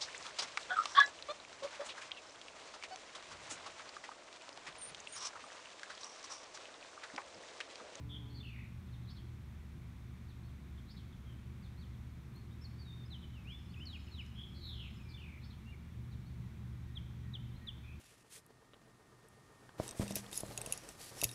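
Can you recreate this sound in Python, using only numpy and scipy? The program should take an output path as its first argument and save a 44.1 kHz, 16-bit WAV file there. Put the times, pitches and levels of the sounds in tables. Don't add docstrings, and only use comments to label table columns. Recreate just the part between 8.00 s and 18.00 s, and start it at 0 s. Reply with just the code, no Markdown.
import sys
import numpy as np
from scipy import signal
from scipy.fft import rfft, irfft
from scipy.io import wavfile

SR = 44100
rng = np.random.default_rng(int(sys.argv[2]) if len(sys.argv) > 2 else 0)


def transcribe(u):
    v = np.clip(np.atleast_2d(u).T, -1, 1)
    q = np.round(v * 32767).astype(np.int16)
    wavfile.write(sys.argv[1], SR, q)


N = 441000
TIME = np.arange(N) / SR

# f/Hz, relative spectral level/dB
AIR_SPECTRUM = [(260, -34), (450, -5.5), (700, -5), (1100, -3), (1700, -6), (2300, -5), (2900, -12),
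                (3600, -10), (4900, -18), (5700, -16.5), (7700, -21), (9200, -20), (10400, -25),
                (11200, -22.5), (12700, -22.5), (15500, -27)]
RUMBLE_SPECTRUM = [(27, -18), (35, -5.5), (43, -0.5), (55, 0.5), (100, 3), (145, 0), (200, -4), (260, -11),
                   (340, -15), (420, -21.5), (600, -38.5)]
# t/s, relative level/dB
TRAFFIC_LEVEL = [(0, -57.5), (2.7, -57), (3.8, -56.5), (7.6, -56.5), (8.3, -55), (9.4, -55.5), (10, -58)]
MAINS_LEVEL = [(0.05, -49.5), (1.38, -54), (1.55, -64), (2.04, -55), (5.42, -52), (5.62, -65), (5.76, -48),
               (5.84, -63), (6.48, -54), (7.67, -56), (7.81, -68), (8.0, -43.5), (8.28, -56.5),
               (8.34, -49.5), (9.53, -47), (9.58, -58), (10.0, -50)]
# f/Hz, pitch waver/Hz, level/dB
DRONE_WHINES = [(177.8, 5.01, -66.5), (219.3, 6.14, -67), (237.4, 5.08, -69.5), (353, 8, -74.5)]
# delay/s, relative level/dB
WALL_ECHOES = [(0.018, -10.5), (.068, -28), (.096, -21)]
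# t/s, level/dB, centre f/Hz
DRY_TICKS = [(4.340, -73, 12500), (4.361, -64, 12000), (4.378, -71, 13500), (6.263, -57, 4500)]
# t/s, wingbeat f/Hz, level/dB
BEE_FLIGHT = [(0, 143.3, -62), (.2, 143.1, -61.5), (.4, 140.8, -62.5), (.55, 138, -92), (.7, 141, -110)]
# harmonic number, relative level/dB
WING_HARMONICS = [(1, -2.5), (2, 0), (3, -9), (4, -20), (5, -21.5), (6, -17.5), (7, -15)]
# t/s, level/dB
RATTLE_LEVEL = [(5.35, -83), (5.6, -77), (6.05, -75.5), (6.4, -80.5), (6.85, -76.5), (7.05, -76.5)]
# t/s, start f/Hz, level/dB
FAR_SLIPS = [(.862, 4410, -77), (.918, 4580, -68), (1.030, 4400, -73), (2.282, 4750, -74),
             (2.468, 4400, -74), (2.772, 3830, -67.5), (3.122, 3770, -69), (3.622, 4920, -69.5),
             (3.806, 4530, -68), (3.925, 4150, -74), (8.106, 4800, -71.5)]
# t/s, top f/Hz, level/dB
FAR_PEEPS = [(2.430, 4450, -77), (3.772, 4500, -70), (4.345, 4400, -69), (4.505, 3820, -70),
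             (8.250, 4470, -76), (9.540, 4180, -71.5)]
# t/s, level/dB
FAR_PIPES = [(8.850, -76), (9.210, -73.5), (9.580, -71.5)]
FAR_CHIRRUPS = [(1.089, -63), (2.892, -65), (7.430, -67)]
# delay/s, length/s, start f/Hz, end f/Hz, turn (0-1), relative level/dB
CHIRRUP_NOTES = [(-.02, 0.05, 4170, 3000, .8, -2.5), (0, .035, 4230, 4550, 0.05, -0.5),
                 (.008, .026, 4730, 5300, 0.2, -2.5), (0.069, .028, 3600, 4380, .1, -1.5),
                 (0.07, 0.055, 3850, 3100, 0.3, -4.5)]
# t/s, level/dB
NEAR_CHIPS = [(8.951, -51.5), (9.332, -46), (9.667, -44.5)]
# t/s, length/s, start f/Hz, end f/Hz, turn
# (0-1), level/dB, trill rate/Hz, swing/Hz
FINCH_BUZZES = [(0.091, 0.098, 3460, 3310, 0.46, -54, 179, 201),
                (.295, .05, 4330, 4400, 0.3, -69.5, 172, 90), (.342, 0.067, 4580, 4010, .75, -61, 171, 190),
                (3.243, .11, 3310, 3000, 0.47, -71, 39.7, 110),
                (6.353, 0.11, 3230, 3356, 0.09, -54.5, 198.5, 150),
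                (6.540, 0.074, 4140, 4410, 0, -63, 178, 260),
                (6.605, .155, 4200, 3380, .72, -53, 181, 272.3),
                (6.730, .17, 3390, 2370, 0.8, -56.5, 181, 280),
                (7.085, 0.051, 4940, 4200, .6, -63.5, 167, 330),
                (9.827, 0.14, 2470, 2524, 0.17, -63.5, 78, 120)]
# t/s, length/s, level/dB
FINCH_SLURS = [(0.424, .25, -58.5), (7.161, .232, -60)]
# handover t/s, level/dB
FINCH_SWEEPS = [(5.925, -53), (6.173, -52.5)]
# t/s, length/s, start f/Hz, end f/Hz, turn (0-1), level/dB
FINCH_WARBLE = [(4.612, 0.035, 5250, 5530, 0.5, -62), (4.638, 0.032, 5300, 4280, 0.15, -61.5),
                (4.785, 0.052, 4670, 4170, 0.8, -61.5), (4.845, .115, 3950, 3640, 0.06, -61.5),
                (4.950, .12, 3660, 3600, .5, -68), (5.052, .018, 5050, 5600, 0.9, -67),
                (5.102, 0.07, 4200, 2970, 0.45, -53.5), (5.224, 0.03, 3630, 2970, 0.24, -60),
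                (5.330, 0.1, 3250, 2580, 0.23, -66), (5.445, 0.15, 2310, 3540, 0.3, -57.5),
                (5.505, .04, 2420, 2210, .5, -62), (5.695, .035, 4320, 5070, 0.8, -70),
                (5.733, .020, 3600, 2580, .5, -62.5), (5.756, 0.037, 2300, 2570, 0.17, -58.5),
                (5.798, .046, 2510, 3060, .1, -52), (5.854, 0.01, 6140, 4600, 0.2, -58),
                (5.861, 0.02, 4420, 4355, 0.04, -52), (6.074, 0.017, 3060, 2570, 0.43, -60.5),
                (6.983, .045, 2940, 2480, 0.25, -65), (7.025, 0.19, 2450, 2340, 0.07, -70),
                (7.648, 0.082, 2570, 2800, 0, -65.5), (7.716, 0.037, 2390, 2090, 0.77, -61.5)]


def from_db(db):
    return 10 ** (np.asarray(db) / 20)


def rms_one(x):
    return x / np.sqrt(np.mean(x ** 2) + 1e-20)


def in_time(rows, t=TIME):
    times, *columns = np.transpose(rows)
    return [np.interp(t, times, column) for column in columns]


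def add(out, start, sound):
    i = max(int(start * SR), 0)
    out[i:i + len(sound)] += sound[:max(N - i, 0)]


def phase_of(hz):
    return 2 * np.pi * (np.cumsum(hz) / SR + rng.random())


def drift(rate, size=N):
    steps = rng.standard_normal(4096)
    return np.sqrt(3 / 2) * np.interp(np.arange(size) * rate / SR, np.arange(len(steps)), steps)


def coloured_noise(spectrum):
    hz, db = np.transpose(spectrum)
    f = np.maximum(np.arange(N // 2 + 1) * SR / N, 1)
    gain = from_db(np.interp(np.log(f), np.log(hz), db))
    skirts = np.minimum(1, np.minimum(f / hz[0], hz[-1] / f)) ** 2
    return rms_one(irfft(rfft(rng.standard_normal(N)) * gain * skirts, N))


def far_tone(hz, waver_hz, flutter_db, rate=12):
    tone = np.sin(phase_of(hz + waver_hz * drift(rate)))
    return rms_one(tone * from_db(flutter_db * drift(rate)))


def drone(engine_db=-53, mains_gain_db=-1, rumble_gain_db=4):
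    mains_db, = in_time(MAINS_LEVEL)
    traffic_db, = in_time(TRAFFIC_LEVEL)
    engine = from_db(engine_db) * far_tone(hz=71.95, waver_hz=3.53, flutter_db=.5)
    mains = from_db(mains_db + mains_gain_db) * far_tone(hz=119.5, waver_hz=1.478, flutter_db=1.83)
    whines = sum(from_db(db) * far_tone(hz, waver_hz, flutter_db=4, rate=25)
                 for hz, waver_hz, db in DRONE_WHINES)
    rumble = from_db(traffic_db + rumble_gain_db) * coloured_noise(RUMBLE_SPECTRUM)
    return engine + mains + whines + rumble


def garden(x, walls_db, leaves_db, t60, build_s=.015):
    t = TIME[:SR]
    tail = rng.standard_normal(SR) * from_db(-60 * t / t60) * (1 - np.exp(-t / build_s))
    response = from_db(leaves_db) * tail / np.linalg.norm(tail)
    for delay, db in WALL_ECHOES:
        add(response, delay, from_db([db + walls_db]))
    return x + signal.fftconvolve(x, response)[:N]


def ticks(decay_s=.0023):
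    out, t = np.zeros(N), TIME[:SR // 20]
    for start, db, hz in DRY_TICKS:
        band = signal.butter(2, [hz / np.sqrt(2), hz * np.sqrt(2)], "band", fs=SR, output="sos")
        burst = rms_one(signal.sosfilt(band, rng.standard_normal(len(t))))
        add(out, start, from_db(db) * burst * np.exp(-t / decay_s))
    return out


def bee(waver=.0204):
    hz, db = in_time(BEE_FLIGHT)
    phase = phase_of(hz * (1 + waver * drift(25)))
    harmonics = sum(from_db(level) * np.sin(k * phase) for k, level in WING_HARMONICS)
    return np.sqrt(2) * from_db(db) * harmonics


def syrinx(hz, waver, third_db=-33, flutter_db=2.5, bright_hz=4150):
    phase = phase_of(hz * (1 + waver * drift(305.1, len(hz))))
    overtone = from_db(third_db) / (1 + ((hz - bright_hz) / 550) ** 2) * np.sin(3 * phase)
    return np.sqrt(2) * (np.sin(phase) + overtone) * from_db(flutter_db * drift(152.8, len(hz)))


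def glide(u, from_hz, to_hz, turn, width):
    move = np.tanh((u - turn) / width)
    return from_hz + (to_hz - from_hz) * (move - move[0]) / (move[-1] - move[0])


def envelope(u, swell):
    return np.sqrt(np.abs(np.sin(np.pi * u))) * np.exp(-swell * (2 * u - 1) ** 2)


def whistles(table, swell, width, waver):
    out = np.zeros(N)
    for start, length, from_hz, to_hz, turn, db in table:
        u = np.linspace(0, 1, int(length * SR))
        hz = glide(u, from_hz, to_hz, turn, width)
        add(out, start, from_db(db) * envelope(u, swell) * syrinx(hz, waver))
    return out


def trill(hz, rate_hz, swing_hz, uneven, rasp, throb=.24):
    swing = np.sin(phase_of(rate_hz * (1 + uneven * drift(59.9, len(hz)))))
    return (1 - throb * swing) * syrinx(hz + swing_hz * swing, waver=rasp, third_db=-24.5, flutter_db=2)


def buzzes(table, swell, rasp):
    out = np.zeros(N)
    for start, length, from_hz, to_hz, turn, db, rate_hz, swing_hz in table:
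        u = np.linspace(0, 1, int(length * SR))
        hz = glide(u, from_hz, to_hz, turn, width=.45)
        tone = trill(hz, rate_hz, swing_hz, uneven=.09, rasp=rasp)
        add(out, start, from_db(db) * envelope(u, swell) * tone)
    return out


def twitter(slip_end_hz=2930, slip_hz_per_s=35000, peep_s=.042, peep_rise=.103, pipe_s=.117,
            trill_hz=230, swing_hz=150):
    slips = [(s, (hz - slip_end_hz) / slip_hz_per_s, hz, slip_end_hz, .5, db) for s, hz, db in FAR_SLIPS]
    peeps = [(s, peep_s, hz * (1 - peep_rise), hz, 0, db) for s, hz, db in FAR_PEEPS]
    pipes = [(s, pipe_s, 1885, 1866, 1, db) for s, db in FAR_PIPES]
    chirrups = [(s + delay, *shape, db + note_db, trill_hz, swing_hz)
                for s, db in FAR_CHIRRUPS for delay, *shape, note_db in CHIRRUP_NOTES]
    return (whistles(slips, swell=.23, width=1.2, waver=.02)
            + whistles(peeps + pipes, swell=.23, width=.53, waver=.0093)
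            + buzzes(chirrups, swell=.22, rasp=.024))


def rattle(period_s=.0692, low_s=.039, high_s=.03, lead_s=.023, high_db=-6, uneven_db=2):
    starts = np.arange(5.364, 7.06, period_s)
    levels = in_time(RATTLE_LEVEL, starts)[0] + uneven_db * rng.standard_normal(len(starts))
    flicks = [(s - lead_s, high_s, 6600, 7100, .2, db + high_db) for s, db in zip(starts, levels)]
    lows = [(s, low_s, 5260, 5120, .2, db) for s, db in zip(starts, levels)]
    return whistles(flicks + lows, swell=.5, width=.5, waver=.02)


def chips(length_s=.043, from_hz=4030, to_hz=2774, bounce_s=.0018, bounce_db=-7):
    notes = [(s, length_s, from_hz, to_hz, .35, db) for s, db in NEAR_CHIPS]
    direct = whistles(notes, swell=1.84, width=.84, waver=.0094)
    ground_bounce = from_db(bounce_db) * np.interp(TIME - bounce_s, TIME, direct)
    return garden(direct, walls_db=-6, leaves_db=-12, t60=.92) + ground_bounce


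def slurs(lead_s=.024, lead_hz=3520, from_hz=3200, to_hz=2320, fall_s=.145, fade_db_per_s=17,
          slow_hz=36, fast_hz=64.1):
    leads = [(s - lead_s, lead_s, lead_hz, lead_hz, .5, db + 1) for s, _, db in FINCH_SLURS]
    out = whistles(leads, swell=.3, width=1, waver=.015)
    for start, length, db in FINCH_SLURS:
        t = TIME[:int(length * SR)]
        height = np.maximum(1 - t / fall_s, 0) ** 1.15
        hz = to_hz + (from_hz - to_hz) * height
        rate_hz = fast_hz + (slow_hz - fast_hz) * height
        amplitude = from_db(db - fade_db_per_s * t) * signal.windows.tukey(len(t), .1)
        add(out, start, amplitude * trill(hz, rate_hz, swing_hz=205, uneven=.201, rasp=.0443))
    return out


def sweeps(top_hz=4434, handover_hz=3520, end_hz=2090, upper_s=.072, lower_s=.056, overlap_s=.006):
    upper = [(s + overlap_s - upper_s, upper_s, top_hz, handover_hz, .5, db - 6)
             for s, db in FINCH_SWEEPS]
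    lower = [(s, lower_s, handover_hz, end_hz, .5, db) for s, db in FINCH_SWEEPS]
    return whistles(upper + lower, swell=.38, width=1.2, waver=.012)


def finch():
    clear = whistles(FINCH_WARBLE, swell=.17, width=.28, waver=.01) + sweeps()
    warble = garden(clear, walls_db=-1, leaves_db=-9.5, t60=1.0)
    trilled = buzzes(FINCH_BUZZES, swell=.18, rasp=.011) + slurs()
    return warble + garden(trilled, walls_db=3.5, leaves_db=-7, t60=.83)


def scene(air_db=-67):
    air = from_db(air_db) * coloured_noise(AIR_SPECTRUM)
    near_birds = finch() + chips()
    far_birds = garden(twitter() + rattle(), walls_db=0, leaves_db=-5.5, t60=.46)
    return (near_birds + far_birds + bee() + ticks() + drone() + air)[None]


def record(dry, cutoff_hz=15750):
    return signal.fftconvolve(dry, signal.firwin(511, cutoff_hz, fs=SR)[None], "same")


dry = scene()
out = record(dry)
transcribe(out)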